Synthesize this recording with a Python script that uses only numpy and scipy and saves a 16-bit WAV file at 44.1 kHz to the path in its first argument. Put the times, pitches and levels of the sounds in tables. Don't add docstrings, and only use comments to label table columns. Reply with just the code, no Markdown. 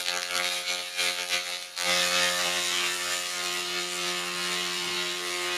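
import sys
import numpy as np
from scipy.fft import rfft, irfft, next_fast_len
from scipy.io import wavfile
from scipy.ndimage import uniform_filter1d, map_coordinates

SR = 44100
rng = np.random.default_rng(int(sys.argv[2]) if len(sys.argv) > 2 else 0)


def wav_out(sig):
    wavfile.write(sys.argv[1], SR, np.round(np.clip(np.atleast_2d(sig).T, -1, 1) * 32767).astype(np.int16))


N = 245637

SWEEP_HZ, TOP_HZ = 88.87, 14100
FULL_DB = -30
STRIKE_S = 1.768

# low edge in Hz, high edge in Hz.
BANDS = [(750, 2500), (2500, 6000), (6000, 14000)]
# time of full strength and hold in seconds, body level in dB,
# bite and fizz in dB above the body, share heard as one sharp pop.
BURSTS = [(0, 0.0067, -38.5, 4, 1, 0.75), (0.083, 0.014, -34, 4, -7, 0.73),
          (0.126, 0.045, -32.5, -3, -10, 0.78), (0.24, 0.013, -41.5, 6.5, 0, .6),
          (0.307, 0.013, -35, -9, -10, 0.66), (0.35, .03, -31, -2, -8.5, 0.76),
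          (0.394, 0.013, -30.5, -4, -9.5, 0.7), (.44, .03, -33, 4, -5, 0.54),
          (0.522, 0.061, -35, 0, -4, 0.1), (0.69, .012, -32.5, 4.5, -6, .35),
          (0.727, 0.011, -34.5, -6, -8, .72), (.79, 0.022, -39, -2.5, -7, 0.24),
          (0.996, 0.096, -31.5, 1.5, -4.5, 0.3), (1.185, 0.042, -35.5, 0.5, -6, 0.6),
          (1.292, .005, -41.5, 0, 0, 1), (1.33, 0.014, -29, 2, -5.5, 0.3),
          (1.47, .02, -38, 2.5, -3.5, 0.64), (1.521, 0.026, -40.5, 4, -10, 0.52),
          (2.459, 0.0083, -30, -4.5, -9, 0.33), (2.561, 0.012, -32.5, 0, -8, .25)]
# body, bite and fizz in dB.
SMOULDER_DB = [-45, -40, -45.5]
# time in seconds, level in dB, bite in dB above the body.
LONG_BURN = [(1.78, -34, 3.5), (1.85, -29.5, -1.5), (1.89, -27, 1.5), (2.02, -27.7, 4), (2.1, -31.5, 0.5),
             (2.16, -28, 0.5), (2.29, -29.5, 0), (2.36, -33, -1), (2.41, -31, 2), (2.62, -34, 4),
             (2.82, -30.5, 1.5), (2.97, -34, 1), (3.13, -32.5, 1.5), (3.28, -37, 3), (3.45, -34, 0),
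             (3.68, -35.5, 5.5), (3.77, -33, 3), (3.9, -38, 2), (4.08, -32.5, 2), (4.2, -36, 1),
             (4.5, -32.5, 1.5), (4.75, -35, 3.5), (4.97, -33, 3.5), (5.17, -36.5, 2.5), (5.45, -33.5, 0.5),
             (5.57, -34.5, 1.5)]
# time in seconds, level in dB.
LONG_FIZZ = [(1.78, -38), (1.9, -34), (2.25, -34), (2.7, -36), (3.15, -35), (3.25, -38), (3.75, -40.5),
             (4.1, -39.5), (4.3, -41.5), (4.52, -38), (5.15, -44), (5.27, -39.5), (5.57, -40)]
# time in seconds, distance in metres.
DISTANCE = [(0, 2.045), (.5, 1.99), (1, 1.92), (1.65, 1.85), (1.9, 1.82), (2.25, 1.82), (3, 2.02),
            (3.5, 2.2), (4, 2.3), (4.7, 2.34), (5.57, 2.27)]

# harmonic number, relative level in dB.
PATCHY_LOWS = [(1, -67), (3, -58.5), (5, -50.5), (7, -51), (9, -47.5), (10, -50.5), (11, -56), (13, -48),
               (15, -43), (16, -44.5), (17, -45.5), (18, -45), (19, -43.5), (20, -45), (21, -45.5),
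               (22, -49.5), (23, -39), (24, -47), (25, -38), (26, -51.5), (27, -38), (28, -47)]
THICK_LOWS = [(1, -62.5), (3, -55.5), (5, -52.5), (7, -47), (9, -45), (10, -47), (11, -48.5), (13, -41),
              (15, -41), (16, -43.5), (17, -42.5), (18, -44), (19, -42.5), (20, -36), (21, -38.5),
              (22, -43), (23, -41), (24, -38.5), (25, -39), (26, -41), (27, -55), (28, -38)]
FAR_LOWS = [(1, -82), (3, -48), (5, -47), (7, -60), (9, -74), (10, -61), (11, -37), (13, -45), (15, -42),
            (16, -42.5), (17, -57), (18, -56.5), (19, -67), (20, -52.5), (21, -55), (22, -31), (23, -44),
            (24, -38), (25, -55), (26, -37), (27, -48), (28, -46.5)]
# frequency in Hz, relative level in dB.
PATCHY_TREBLE = [(2650, -44.5), (2900, -47), (3250, -46), (3700, -45), (4400, -46), (5000, -55),
                 (6200, -54), (7100, -55.5), (7900, -65), (9500, -57), (11000, -59), (12300, -68.5),
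                 (13300, -67), (14200, -82)]
THICK_TREBLE = [(2650, -43), (2900, -38.5), (3250, -42), (3700, -39.5), (4400, -45), (5000, -47),
                (6200, -47.5), (7100, -47.5), (7900, -55), (9500, -52.5), (11000, -61), (12300, -63),
                (13300, -61.5), (14200, -64)]
FAR_TREBLE = [(2650, -39.5), (2900, -39.5), (3250, -47.5), (3700, -47), (4400, -34.5), (5000, -55.5),
              (6200, -77), (7100, -54), (7900, -55), (9500, -55.5), (11000, -54), (12300, -76),
              (13300, -66), (14200, -71)]
# time in seconds, stage (0 patchy, 1 thick, 2 far).
STAGE = [(1.76, 0.08), (1.8, 0.28), (2.4, 0.99), (3.6, 1.16)]
# frequency in Hz, weight in dB.
POP_CLARITY = [(100, -3), (500, -.5), (1000, 0), (3000, 0), (4500, -1.5), (6000, -4), (10000, -3),
               (14000, -7)]
# frequency in Hz, share that is new in every sweep.
FRESH_SHARE = [(100, 0.018), (600, 0.0082), (1200, 0.13), (2500, 0.39), (5500, 0.58), (11000, 1)]
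# frequency in Hz, share of the remaining echo that fades.
FADING_SHARE = [(100, 0.26), (800, 0.4), (2500, 0.7), (5000, 0.71), (10000, 1)]

DRONE_HARMONICS = [2, 4, 6, 8, 12, 14]
# dB above the body of a full burst at each stage, before any dips.
PATCHY_DRONE_DB = [-23.5, -19, -11, -13, -23, -13.5]
THICK_DRONE_DB = [-16, -18.5, -7, -14, -19, -9.5]
FAR_DRONE_DB = [-12.5, -4, -13, -12.5, -10, -9]
DRONE_FOLLOWS = [1.06, 1.17, 0.92, 0.97, 1.1, 0.92]
# time in seconds, half width in seconds, depth in dB.
QUIET_SPOTS = [
    [(3.05, 0.59, -10), (5.45, .28, -10)],
    [(2.7, 0.39, -7), (3.25, 0.24, -12), (4.45, 0.34, -4.5)],
    [(2.85, .15, -10), (3.62, 0.16, -11.5), (4.8, 0.38, -13)],
    [(2.9, 0.27, -7.5), (4.37, 0.12, -16), (4.95, 0.23, -13)],
    [(3.05, 0.23, -15), (3.85, 0.19, -19)],
    [(2.65, 0.13, -16), (2.95, 0.061, -19), (4.85, 0.39, -6)],
]

# frequency in Hz, relative level in dB.
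SIZZLE_TONE = [(100, -16.5), (700, -3.5), (1600, 1.5), (4400, 0), (5200, 5), (7100, -2.5), (7900, -16.5),
               (10000, -12.5), (12300, -8.5), (14000, -36)]
FAN_TONE = [(20, -12), (100, -8), (300, -3), (1000, 0), (3000, 0), (14000, -10)]
RUMBLE_TONE = [(20, -17), (60, -2), (150, 0), (400, 2), (1500, -4), (5000, -58)]
# rough time in seconds, strength in dB.
FLAKES = [(.062, -17), (.083, -14), (.22, -19), (.231, -12), (.309, -16.5), (1.628, -21)]


def amp(db):
    return 10 ** (np.asarray(db) / 20)


def unit(x):
    return x / np.sqrt(np.mean(abs(x) ** 2) + 1e-20)


def along(points, hz):
    freqs, values = np.transpose(points)
    return np.interp(np.log(hz + 1), np.log(freqs + 1), values)


def curves(rows, t):
    times, *columns = np.transpose(rows)
    return np.array([np.interp(t, times, column) for column in columns])


def ramp(t, start_s, length_s):
    return np.clip((t - start_s) / length_s, 0, 1)


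def bell(x, centre, width):
    return np.exp(-((x - centre) / width) ** 2)


def filtered(x, response):
    size = next_fast_len(N + SR // 2)
    return irfft(rfft(x, size) * response(np.fft.rfftfreq(size, 1 / SR)), size)[:N]


def noise(tone):
    return unit(filtered(rng.standard_normal(N), lambda hz: amp(along(tone, hz))))


def drift(t, rate, count):
    knots = rng.standard_normal((count, 256))
    return np.transpose([map_coordinates(row, [t * rate], mode="mirror") for row in knots])


def bursts(t, rise_db_per_s=347, fall_db_per_s=175):
    return np.array([db - rise_db_per_s * np.maximum(s - t, 0)
                     - fall_db_per_s * np.maximum(t - s - hold, 0) for s, hold, db, *_ in BURSTS])


def settled(t):
    return ramp(t, STRIKE_S + .065, length_s=.044)


def burn(t, body_lag_s=.0028, bare_s=1.626, bare_db_per_s=47):
    *_, bite_db, fizz_db, _ = np.transpose(BURSTS)[:, :, None]
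    bursts_db = [bursts(t - body_lag_s), bursts(t) + bite_db, bursts(t) + fizz_db]
    burst_power = np.sum(amp(bursts_db) ** 2, axis=1)
    smoulder = amp(np.c_[SMOULDER_DB] - bare_db_per_s * np.maximum(t - bare_s, 0))
    level_db, tilt_db = curves(LONG_BURN, t)
    body_db = level_db - tilt_db / 2 - 3.5 * (1 - settled(t))
    steady = amp([body_db, level_db + tilt_db / 2, curves(LONG_FIZZ, t)[0]])
    steady *= ramp(t, STRIKE_S, length_s=.006)
    return 10 * np.log10(burst_power + smoulder ** 2 + steady ** 2)


def flicker(t, depth_db, rate):
    shared, *own = drift(t, rate, count=len(BANDS) + 1).T
    return depth_db * (shared + np.array(own))


def pop_shares(t, smoulder_pop=.3, steady_pop=.22, strike_pop=.8):
    patches = amp(bursts(t)) ** 2
    smoulder = amp(SMOULDER_DB[0]) ** 2 * (t < STRIKE_S)
    steady = amp(curves(LONG_BURN, t)[0]) ** 2 * (t >= STRIKE_S)
    near = np.array(BURSTS)[:, -1] @ patches + smoulder_pop * smoulder + steady_pop * settled(t) * steady
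    far = strike_pop * (1 - settled(t)) * steady
    return np.clip(np.array([near, far]) / (patches.sum(axis=0) + smoulder + steady), 0, 1)


def pops(t, harmonics, scatter_db, spit_share, spit_s):
    hz = harmonics * SWEEP_HZ
    push_pull = np.exp(1j * np.pi * 5 / 6)
    lags_s = np.arange(-.0006, .003, .00003)
    specks = drift(t, rate=32, count=len(lags_s)) * np.exp(-abs(lags_s) / spit_s)
    fragments = unit(specks @ np.exp(-2j * np.pi * np.outer(lags_s, hz)))
    size = amp(scatter_db * rng.standard_normal((len(t), 1)))
    pop = np.sqrt(1 - spit_share) * push_pull + np.sqrt(spit_share) * fragments
    core = (hz > 1200) & (hz < 4500)
    return size * pop / np.sqrt(np.mean(abs(pop[:, core]) ** 2, axis=1, keepdims=True))


def echoes(t, harmonics, fade_rate):
    count, hz = len(harmonics), harmonics * SWEEP_HZ
    shape = (len(t), count)
    standing = np.exp(2j * np.pi * rng.random(count))
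    moving = unit(drift(t, fade_rate, count) + 1j * drift(t, fade_rate, count))
    crackle = unit(rng.standard_normal(shape) + 1j * rng.standard_normal(shape))
    fading, fresh = along(FADING_SHARE, hz), along(FRESH_SHARE, hz)
    lasting = np.sqrt(1 - fading) * standing + np.sqrt(fading) * moving
    return np.sqrt(1 - fresh) * lasting + np.sqrt(fresh) * crackle


def drone(t, room_lag_s=.012):
    thick = settled(t)
    away = ramp(t, start_s=2.29, length_s=.33)
    tone_db = ((1 - thick) * np.c_[PATCHY_DRONE_DB] + (thick - away) * np.c_[THICK_DRONE_DB]
               + away * np.c_[FAR_DRONE_DB])
    dips_db = [sum(db * bell(t, s, width) for s, width, db in spots) for spots in QUIET_SPOTS]
    return FULL_DB + np.c_[DRONE_FOLLOWS] * (burn(t - room_lag_s)[0] - FULL_DB) + tone_db + dips_db


def buzz_tone(t, harmonics, shift_db=1.5, ring_db=4.5):
    hz = harmonics * SWEEP_HZ
    stages = [(PATCHY_LOWS, PATCHY_TREBLE), (THICK_LOWS, THICK_TREBLE), (FAR_LOWS, FAR_TREBLE)]
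    stage_db = [along(np.vstack([np.multiply(lows, [SWEEP_HZ, 1]), treble]), hz)
                for lows, treble in stages]
    blend = np.maximum(1 - abs(curves(STAGE, t).T - np.arange(len(stages))), 0)
    groups = unit(uniform_filter1d(drift(t, rate=8, count=len(hz)), size=3, axis=1))
    ring = np.outer(bell(t, centre=5.08, width=.38), bell(hz, centre=2830, width=250))
    return amp(blend @ stage_db + shift_db * groups + ring_db * ring)


def buzz_strengths(t, harmonics, bass_hz=350):
    hz = harmonics * SWEEP_HZ
    size = buzz_tone(t, harmonics)
    burn_db = burn(t) + flicker(t, depth_db=.69, rate=22)
    bass_db = 1.5 + .56 * (burn_db[0, :, None] - FULL_DB)
    size *= amp((hz < bass_hz) * bass_db)
    drone_size = amp(drone(t).T)
    spread = [np.interp(np.log(hz), np.log(BANDS).mean(axis=1), row) for row in np.eye(len(BANDS))]
    for _ in range(3):
        band_sizes = [np.linalg.norm(size[:, (hz > low) & (hz < high)], axis=1) for low, high in BANDS]
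        size *= amp((burn_db - 20 * np.log10(band_sizes)).T @ spread)
        size[:, np.isin(harmonics, DRONE_HARMONICS)] = drone_size
    return size


def travel_s(t):
    return curves(DISTANCE, t)[0] / 343


def laser():
    now = np.arange(N) / SR
    clock = (now - travel_s(now)) * SWEEP_HZ + 1
    t = np.interp(np.arange(int(clock[-1]) + 2), clock, now)
    harmonics = np.arange(1, TOP_HZ // SWEEP_HZ + 4)
    near, far = pop_shares(t)[:, :, None]
    near = near * amp(along(POP_CLARITY, harmonics * SWEEP_HZ))
    near_pop = np.sqrt(near) * pops(t, harmonics, scatter_db=1, spit_share=.42, spit_s=.0012)
    far_pop = np.sqrt(far) * pops(t, harmonics, scatter_db=.8, spit_share=.55, spit_s=.0014)
    far_pop *= (-1) ** harmonics
    room = echoes(t, harmonics, fade_rate=15)
    mix = near_pop + far_pop + np.sqrt(np.maximum(1 - near - far, 0)) * room
    mix = np.where(np.isin(harmonics, DRONE_HARMONICS), room / abs(room), mix)
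    spectra = np.pad(buzz_strengths(t, harmonics) * mix, ((0, 0), (1, 0)))
    cycles = irfft(spectra, 4096, norm="forward") / np.sqrt(2)
    return map_coordinates(cycles, [clock, clock % 1 * cycles.shape[1]], order=1, mode="grid-wrap")


def sizzle(gain_db):
    t = np.arange(N) / SR
    bite_db = burn(t)[1]
    smeared_share = np.clip(1 - pop_shares(t).sum(axis=0), 0, 1)
    return amp(bite_db + gain_db) * smeared_share * noise(SIZZLE_TONE)


def fan(level_db):
    return amp(level_db) * noise(FAN_TONE)


def rumble(rest_db, burn_db, bump_db):
    t = np.arange(N) / SR
    swell = amp(burn_db) * settled(t) + amp(bump_db) * bell(t, centre=4.89, width=.04)
    return (amp(rest_db) + swell) * noise(RUMBLE_TONE)


def flakes(width_s, spit_gain, spit_s, low_hz=1500, high_hz=7000):
    cracks = np.zeros(N)
    for s, db in FLAKES:
        lag_s = travel_s(s)
        turn_s = np.round((s - lag_s) * SWEEP_HZ) / SWEEP_HZ
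        t = np.arange(N) / SR - lag_s - turn_s
        puff = ((t / width_s) ** 2 - 1) * np.exp(-(t / width_s) ** 2 / 2)
        spit = (t > 0) * amp(-60 * abs(t) / spit_s) * rng.standard_normal(N)
        cracks += amp(db) * (puff + spit_gain * spit)
    return filtered(cracks, lambda hz: ((1 + (hz / high_hz) ** 4) * (1 + (low_hz / (hz + 1)) ** 4)) ** -.5)


def scene():
    sound = laser() + sizzle(gain_db=-7) + fan(level_db=-56)
    sound += rumble(rest_db=-72, burn_db=-63, bump_db=-48)
    sound += flakes(width_s=.00006, spit_gain=.6, spit_s=.008)
    return np.array([sound, sound])


def record(dry):
    return np.array([filtered(x, lambda hz: 1 / np.sqrt(1 + (hz / TOP_HZ) ** 160)) for x in dry])


dry = scene()
out = record(dry)
wav_out(out)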